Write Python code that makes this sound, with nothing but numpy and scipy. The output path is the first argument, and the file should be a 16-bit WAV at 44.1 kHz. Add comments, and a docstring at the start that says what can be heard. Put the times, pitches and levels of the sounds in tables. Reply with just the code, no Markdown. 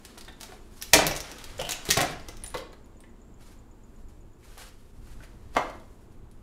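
"""Light knocks and ticks over a rustle of sleeves, then a hard slap: a workshop in a concrete garage.
A steel tape measure snaps, rattles and knocks on boards, a pencil ticks, goggles slap down late on.
Contacts are short noisy pushes ringing resonances, heavy blows add decaying sines, cloth is grainy noise.
A cricket of pulsed sine chirps fades out after 4.3 s, over a low rumble and room tone of coloured noise;
decaying noise tails give the room's answer to every contact and rustle."""
import sys
import numpy as np
from scipy import signal
from scipy.fft import rfft, irfft, next_fast_len
from scipy.io import wavfile
from scipy.ndimage import uniform_filter1d, map_coordinates

SR = 44100
rng = np.random.default_rng(int(sys.argv[2]) if len(sys.argv) > 2 else 0)


def persist_wave(psi):
    """Save psi, clipped to +-1, as 16-bit WAV."""
    counts = np.round(np.clip(psi, -1, 1) * 32767).astype(np.int16)
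    wavfile.write(sys.argv[1], SR, np.atleast_2d(counts).T)


N = 283122  # length [samples]


def amp(db):
    """Turn a level in dB into a gain."""
    return 10 ** (np.asarray(db) / 20)


def unit(x):
    """Scale to rms 1."""
    return x / np.sqrt(np.mean(x ** 2) + 1e-20)


def along(points, hz):
    """Read a curve of (frequency [Hz], value) points on a log frequency axis."""
    f, value = np.transpose(points)
    return np.interp(np.log(hz + 1), np.log(f + 1), value)


def curves(rows):
    """Draw each column after the time as a curve with one value per sample."""
    time, *columns = np.transpose(rows)
    return [np.interp(np.arange(N) / SR, time, column) for column in columns]


def wobble(rate):
    """A smooth random curve with the given number of knots per second."""
    knots = rng.standard_normal(int(N * rate / SR) + 4)
    return map_coordinates(knots, [np.arange(N) * rate / SR])


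def filtered(x, response):
    """Filter x by a complex response of frequency, zero-padded at the end."""
    m = next_fast_len(len(x) + 2048)
    return irfft(rfft(x, m) * response(np.fft.rfftfreq(m, 1 / SR)), m)[:len(x)]


def noise(spectrum):
    """Noise of rms 1, coloured by (frequency [Hz], density [dB per Hz]) points."""
    return unit(filtered(rng.standard_normal(N), lambda hz: amp(along(spectrum, hz))))


def resonance(f, hz, width_hz):
    """One causal resonance, gain 1 at its centre: damping sets the width."""
    return 1j * f * width_hz / (hz * hz - f * f + 1j * f * width_hz + 1e-9)


def contacts(table, modes, broad_hz, ring_db, sharp, widen, lead, snap_db, tilt_db):
    """Each contact grazes, snaps and pushes roughly: a broad crack, the spot's own ring, the body's modes.

    lead is the graze's e-fold [s], snap_db the snap against the push, tilt_db the tilt [dB per octave].
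    """
    out = np.zeros(N + SR)
    t = np.arange(-400, SR // 7) / SR
    for time, db, spot_hz, spot_db, length in table:
        graze = np.exp(np.minimum(t, 0) / lead)
        decay = amp(-60 * t / np.clip(length, .002, .2))
        push = rng.standard_normal(len(t)) * np.where(t < 0, graze, decay)
        push[t == 0] += amp(snap_db) * np.linalg.norm(push)  # the full touch is one clean impulse
        # even out the push's spectrum, so no band of the noise sticks out
        spread = rfft(push)
        push = irfft(spread / uniform_filter1d(np.abs(spread), size=60), len(t))
        strengths = amp(ring_db + rng.normal(0, 3, len(modes)))  # every contact rings the modes differently
        spot_width = spot_hz / (sharp * amp(0.36 * spot_db))  # a stronger spot resonance is narrower

        def body(f):
            """Crack, spot and modes in parallel, the modes in alternating polarity."""
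            ring = sum((-1) ** k * strengths[k] * amp(mode_db) * resonance(f, mode_hz, width * widen)
                       for k, (mode_hz, width, mode_db) in enumerate(modes))
            crack = resonance(f, broad_hz, 2.5 * broad_hz) ** 2
            spot = amp(spot_db) * resonance(f, spot_hz, spot_width) ** 2
            tilt = amp(tilt_db * np.log2((f + 50) / broad_hz))
            return (ring + crack + spot) * tilt

        hit = filtered(push, body)
        loudest = np.sqrt(uniform_filter1d(hit ** 2, size=180).max())  # highest rms over 180 samples
        out[round((time + t[0]) * SR):][:len(t)] += amp(db) * hit / loudest
    return out[:N]


# Wood and plastic knocks: (time [s], highest short-term level before the mix [dB],
# spot resonance [Hz], its strength before tilt [dB], contact length to -60 dB, held to 0.002-0.2 [s])
WOOD_KNOCKS = [(0.05, -51, 413, -12, 0.031), (0.1755, -44, 810, -21, 0.014), (0.2805, -42, 1610, 4, .03),
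               (0.41, -49, 3120, -6, 0.032), (0.431, -46, 3040, -2, .09), (0.49, -44, 420, 15, 0.092),
               (0.522, -43, 480, -3, .02), (0.81, -50.5, 3130, -9, 0.019), (0.9345, -10, 1890, 8, 0.096),
               (0.9365, -16, 558, 12.5, 0.1), (0.945, -21.5, 340, 13, 0.1), (0.99, -16.5, 700, -19, 0.058),
               (1.02, -22.5, 350, 0, 0.078), (1.068, -28, 600, 8, .023), (1.1105, -28, 2230, -1, 0.11),
               (1.592, -29, 528, 18.5, 0.045), (1.598, -32, 2900, 13, .02), (1.615, -27.5, 695, 5, .022),
               (1.616, -30.5, 2930, 21, .016), (1.651, -32, 2920, 17, 0.027), (1.67, -41, 2930, 5, .035),
               (1.692, -31.5, 3000, 2, 0.028), (1.73, -33, 2830, 23, .013), (1.854, -45, 2400, 9, 0.052),
               (1.8875, -27, 410, 19, 0.039), (1.905, -27.5, 1950, 11, 0.053),
               (1.9705, -20, 480, 5.5, 0.078), (1.976, -28.5, 336, 15, 0.068),
               (1.99, -21.5, 1850, 2, 0.037), (2.008, -20, 615, 3, 0.069), (2.03, -22.5, 673, -3, 0.04),
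               (2.285, -41, 390, 9, 0.092), (2.442, -45, 1920, 0, 0.069), (2.5425, -30, 1020, 14, 0.032),
               (2.549, -27, 527, 12.5, 0.028), (2.73, -48.5, 410, -4, .032), (3.038, -51.5, 1900, 13, .025),
               (3.0385, -62, 3135, 14, .02), (4.43, -60.5, 2000, 10, .037), (4.574, -45.5, 1330, -9, 0.027),
               (5.205, -48, 1500, 12, .03), (5.235, -48.5, 2050, 9.5, .025), (5.552, -38.5, 700, -3, 0.05),
               (5.561, -30, 1042, 10.5, 0.023), (5.565, -27.5, 400, 11.5, 0.028),
               (5.568, -13.5, 982, 1.5, .006), (5.578, -28.5, 1070, 7, 0.022)]
# Modes of the boards: (frequency [Hz], width before widening [Hz], relative level before tilt [dB])
BOARD_MODES = [(350, 18, 5.5), (512, 100, 4.5), (747, 32, 7), (1510, 32, -19.5), (1920, 80, -6.5),
               (2125, 15, 2), (2860, 29, -8.5), (3130, 5.7, -5.5)]


def wood_knocks():
    """Knocks ring the boards in broad, heavily damped modes."""
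    return contacts(WOOD_KNOCKS, BOARD_MODES, broad_hz=940, ring_db=-6.5, sharp=2.0, widen=3,
                    lead=.0011, snap_db=-3.0, tilt_db=-2.4)


# Steel and hard ticks: (time [s], highest short-term level before the mix [dB],
# spot resonance [Hz], its strength before tilt [dB])
STEEL_TICKS = [(0.0508, -42.5, 8900, -15), (0.179, -44.5, 4100, -11), (0.186, -47, 9400, 1),
               (0.2105, -44, 4600, 1), (0.249, -51, 4880, 0), (0.284, -46, 3700, 18),
               (0.325, -58.5, 3820, -3), (0.404, -53, 4050, -18), (0.4108, -39.5, 5640, -9),
               (0.432, -39, 4500, -26), (0.815, -39.5, 5540, 16), (0.8239, -30.5, 11100, 0),
               (0.9355, -7, 6130, -6), (0.943, -17.5, 6130, -23), (1.0677, -21, 11500, -1),
               (1.076, -32, 11100, 3), (1.1125, -32.5, 5740, 14), (1.153, -38, 3540, -10),
               (1.164, -32, 6600, 1), (1.175, -38.5, 9300, 1), (1.2045, -33, 5700, 4),
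               (1.296, -50, 6000, 5.5), (1.316, -40.5, 5700, -2), (1.385, -44.5, 3650, -6),
               (1.4418, -40, 4100, -18), (1.582, -45, 6900, 6), (1.599, -38.5, 5400, 2),
               (1.615, -36, 7160, -3), (1.6513, -42, 3000, 3), (1.67, -44, 3210, 1), (1.692, -29, 3990, -9),
               (1.7094, -27, 6800, 10), (1.721, -28, 3860, -13), (1.854, -38, 7000, -12),
               (1.89, -29.5, 3970, 6), (1.905, -19, 4550, 4), (1.91, -15.5, 6100, 1),
               (1.9735, -22.5, 5030, -10), (2.007, -27, 3530, -8), (2.015, -25, 2480, -13),
               (2.111, -48, 10900, 0), (2.198, -51.5, 4900, 13), (2.2862, -39.5, 5900, 1),
               (2.37, -48.5, 5770, -1), (2.4, -59, 5590, 14), (2.438, -34.5, 9600, 22),
               (2.444, -48, 3850, 0), (2.463, -41.5, 7300, 4), (2.478, -41, 9700, 27),
               (2.504, -49, 9800, 10), (2.544, -38.5, 3920, 10), (2.5722, -40.5, 4700, 6),
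               (2.581, -41.5, 3400, 9), (2.73, -55.5, 4190, 6.5), (2.86, -64.5, 10000, 4),
               (3.0052, -54.5, 8740, 10), (4.579, -49.5, 11100, 8.5), (5.238, -57, 9000, 2.5),
               (5.551, -49, 4840, 4.5), (5.568, -38.5, 5220, -6), (5.7, -52.5, 4480, 0.5),
               (5.8, -61, 3740, 2.5), (6.3138, -60, 9540, 5.5)]
# Modes of the tape blade: (frequency [Hz], width [Hz], relative level before tilt [dB])
BLADE_MODES = [(3660, 39, 1), (3564, 50, 3.5), (3955, 52, 7.5), (5500, 9, 12), (5900, 37, 5),
               (6130, 44, 12), (9550, 54, -7.5), (11200, 47, -18)]
TICK_S = 0.017  # contact length of every tick, to -60 dB [s]


def steel_ticks():
    """Short hard touches ring the thin blade in narrow, high modes."""
    ticks = [(*row, TICK_S) for row in STEEL_TICKS]
    return contacts(ticks, BLADE_MODES, broad_hz=5700, ring_db=-11.5, sharp=3, widen=1.0,
                    lead=.0008, snap_db=-1.5, tilt_db=-2.5)


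# Heavy blows on the bench: (time [s], gain on the swing [dB])
THUMP_BLOWS = [(0.937, -29), (0.974, -31), (1.019, -42), (1.067, -37.5), (1.1, -42), (1.615, -43.5),
               (1.888, -33), (1.974, -28), (2.016, -40), (2.546, -43.5), (5.562, -37.5)]
# Low modes of the bench: (frequency [Hz], relative level [dB], t60 [s])
BENCH_MODES = [(62.3, -2, .12), (93.5, -2, .09), (134, 5.5, .07), (153, 4, 0.097)]


def bench_thumps():
    """The bench gives a low, quickly damped swing under the heavy blows."""
    out = np.zeros(N + SR)
    t = np.arange(SR // 3) / SR
    ring = sum(amp(db - 60 * t / t60) * np.sin(2 * np.pi * hz * t) for hz, db, t60 in BENCH_MODES)
    swing = (1 - np.exp(-t / .003)) * ring
    for time, db in THUMP_BLOWS:
        out[round(time * SR):][:len(t)] += amp(db) * swing
    return out[:N]


# Strokes of cloth and sliding friction: (time at full level [s], level [dB], rise [s per 20 dB],
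# hold [s], fall [s per 20 dB], treble against body [dB]); rise and fall act as at least 0.003 s
RUSTLE_STROKES = [(0.095, -56.5, 0.5, .005, 0.56, -5), (0.468, -52, 0.12, 0.0088, 0.24, -4.5),
                  (0.796, -59, .19, .005, -0.5, 4), (0.91, -59, 0.21, .005, 0.4, 9.5),
                  (1.24, -42.5, -0.18, .005, .4, -26), (1.432, -50.5, 0.25, .1, 1.04, -10.5),
                  (1.734, -46.5, 0.15, 0.0056, 0.07, -6), (1.868, -39, 0.03, 0.038, -0.04, -4),
                  (1.921, -31.5, -0.08, 0.005, 0.0036, 4), (2.105, -40.5, 0.47, 0.0044, 0.125, -30),
                  (2.272, -55, 0.2, .005, 0.4, -17), (2.421, -55.5, 0, .005, -0.1, -9),
                  (2.6, -48, 0.13, .005, 0.03, -26), (2.731, -58, 0, .005, -0.05, -6),
                  (3.409, -61, 0.03, 0.088, 0.16, -0.5), (3.98, -74.5, 0.54, .01, 0.3, 4),
                  (4.084, -72, -0.13, .005, 0.3, 3), (4.44, -59.5, 0.06, 0.16, 0, -0.5),
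                  (4.578, -47.5, -0.01, 0.041, .13, -3.5), (4.8, -69.5, 0.5, 0.087, 0.7, 2),
                  (5.078, -60.5, 0.1, 0.029, 0.16, 0), (5.231, -56, 0.04, 0.021, 0.03, -4.5),
                  (5.289, -65.5, 0.5, 0.054, 0.2, -5.5), (5.54, -60, 0.03, .005, 0.05, 0.5),
                  (5.631, -51, 0.21, .005, 0.19, -12), (5.95, -74, 1.8, 0.11, .04, 7),
                  (6.121, -69, .03, 0.0046, .1, 3), (6.405, -74, .15, .005, -1, 1)]
# Colour of the cloth: (frequency [Hz], relative density [dB per Hz])
CLOTH_COLOUR = [(290, -44.5), (500, 4.5), (569, -3.5), (1060, -3.5), (1240, -1), (1970, -3.5), (11600, -9),
                (15700, -19)]


def rustle():
    """Fibres catch and slip: grainy noise in strokes that swell and fade, each with its own brightness."""
    t = np.arange(N) / SR
    body_power, treble_power = np.zeros(N), np.zeros(N)
    for time, db, rise, hold, fall, treble_db in RUSTLE_STROKES:
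        before = (time - t) / max(rise, .003)
        after = (t - time - hold) / max(fall, .003)
        power = amp(db - 20 * np.maximum(0, np.maximum(before, after))) ** 2
        body_power += power
        treble_power += power * amp(treble_db) ** 2
    grain = amp(0.83 * wobble(280) + 1.5 * wobble(40))
    cloth = unit(noise(CLOTH_COLOUR) * grain)
    treble = filtered(cloth, lambda f: f ** 2 / (f ** 2 + 6000 ** 2))
    return np.sqrt(body_power) * (cloth - treble) + np.sqrt(treble_power) * treble


# Decay of the concrete room: (frequency [Hz], t60 [s])
ROOM_DECAY = [(100, .7), (400, 0.54), (1500, 0.48), (5000, 0.4), (12000, 0.2)]


def garage(x):
    """Near benches and walls answer densely at once, then each frequency dies at its own speed."""
    out = np.zeros(N + 2 * SR)
    step = SR // 10
    for start in range(0, N, step):  # a new tail every tenth of a second: the sources move
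        hz, t, grid = signal.stft(rng.standard_normal(SR * 2 // 3), SR, nperseg=256)
        late = amp(-60 * t / along(ROOM_DECAY, hz)[:, None])
        early = amp(2 - 60 * t / 0.037)
        tail = signal.istft(grid * (late + early), SR, nperseg=256)[1][:SR]
        wet = signal.fftconvolve(x[start:start + step], tail / np.linalg.norm(tail))
        out[start + 120:][:len(wet)] += wet  # answers 120 samples late
    return out[:N]


# Insect level over time: (time [s], level before a fixed lift [dB])
INSECT_LEVEL = [(0, -63.5), (2.5, -61), (4.3, -63.5), (4.7, -89)]
# The beat: (start of one chirp [s], period [s], pitch [Hz], t60 [s])
CHIRP_BEAT = (2.8445, .12404, 6950, .04)


def cricket():
    """A short chirp on a steady beat with its echo, and a thin trill of other insects behind it."""
    start, period, hz, t60 = CHIRP_BEAT
    t = np.arange(N) / SR
    since = (t - start) % period
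    rise = 1 - np.exp(-(since / 0.00039) ** 2)
    chirp = amp(-60 * since / t60) * np.sin(2 * np.pi * hz * t + .4 * wobble(150))
    echo = amp(-17 - 60 * since / .12) * noise([(6300, -60), (6950, 0), (7600, -60)])
    trill = amp(-25 + 2.5 * wobble(12)) * noise([(6700, -61.5), (7350, -3), (7600, -4), (8600, -60)])
    level = amp(curves(INSECT_LEVEL)[0] + 5.5)
    return level * (rise * (chirp * amp(wobble(6)) + echo) + trill)


# Background over time: (time [s], rumble level before trim [dB], room tone level before trim [dB])
FLOOR_LEVELS = [(0.0, -54, -53.5), (0.95, -50.5, -55), (1.11, -42.5, -62), (1.32, -53, -50),
                (1.63, -51, -55), (2.09, -48, -52), (2.31, -49.5, -54.5), (2.82, -52.5, -54.5),
                (4.29, -51.5, -56), (4.79, -54, -59), (5.09, -48.5, -55.5), (5.65, -47, -55),
                (6.42, -52, -56)]
# Colour of the rumble: (frequency [Hz], relative density [dB per Hz])
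RUMBLE_COLOUR = [(7.1, -25), (12, 5.5), (41, 0.5), (87, -8.5), (118, -7.5), (140, -20), (200, -19),
                 (260, -46.5), (440, -120)]
# Colour of the room tone: (frequency [Hz], relative density [dB per Hz])
TONE_COLOUR = [(88, -37.5), (150, -7), (230, 1), (254, -4), (280, -3), (374, -3.5), (563, -13.5),
               (784, -15.5), (916, -14.5), (1920, -27), (5820, -38), (7070, -31.5), (8760, -40),
               (15700, -46)]


def rumble_and_room_tone():
    """Distant traffic rumble in lumps, and the steadier tone of the room, both as coloured noise."""
    rumble_db, tone_db = curves(FLOOR_LEVELS)
    rumble = amp(rumble_db + 3.5 + 1.5 * wobble(7)) * noise(RUMBLE_COLOUR)
    tone = amp(tone_db - 1 + 0.31 * wobble(1.3)) * noise(TONE_COLOUR)
    return rumble + tone


def scene():
    """Knocks, ticks, thumps and cloth in the room, over insects and rumble."""
    wood, steel = wood_knocks(), steel_ticks()
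    bench, cloth = bench_thumps(), rustle()
    room = garage(amp(-3.0) * wood + amp(-1.5) * steel + amp(-2.5) * bench + amp(-6.0) * cloth)
    direct = amp(-2.5) * wood + steel + bench + cloth
    return (direct + room + cricket() + rumble_and_room_tone())[None]


TOP_HZ = 15750  # nothing passes above this


def record(dry):
    """Peaks bend softly below full scale, the top droops, the microphone hisses, the band ends steeply."""
    clipped = dry[0] / (1 + np.abs(dry[0]) ** 8) ** (1 / 8)
    drooped = filtered(clipped, lambda hz: amp(-3 * (hz / TOP_HZ) ** 6))
    hiss = amp(-80.5) * noise([(3000, -25.5), (9000, -1.5), (16000, -2.5)])
    return filtered(drooped + hiss, lambda hz: np.clip((TOP_HZ - hz) / 150, 0, 1))[None]


dry = scene()
out = record(dry)
persist_wave(out)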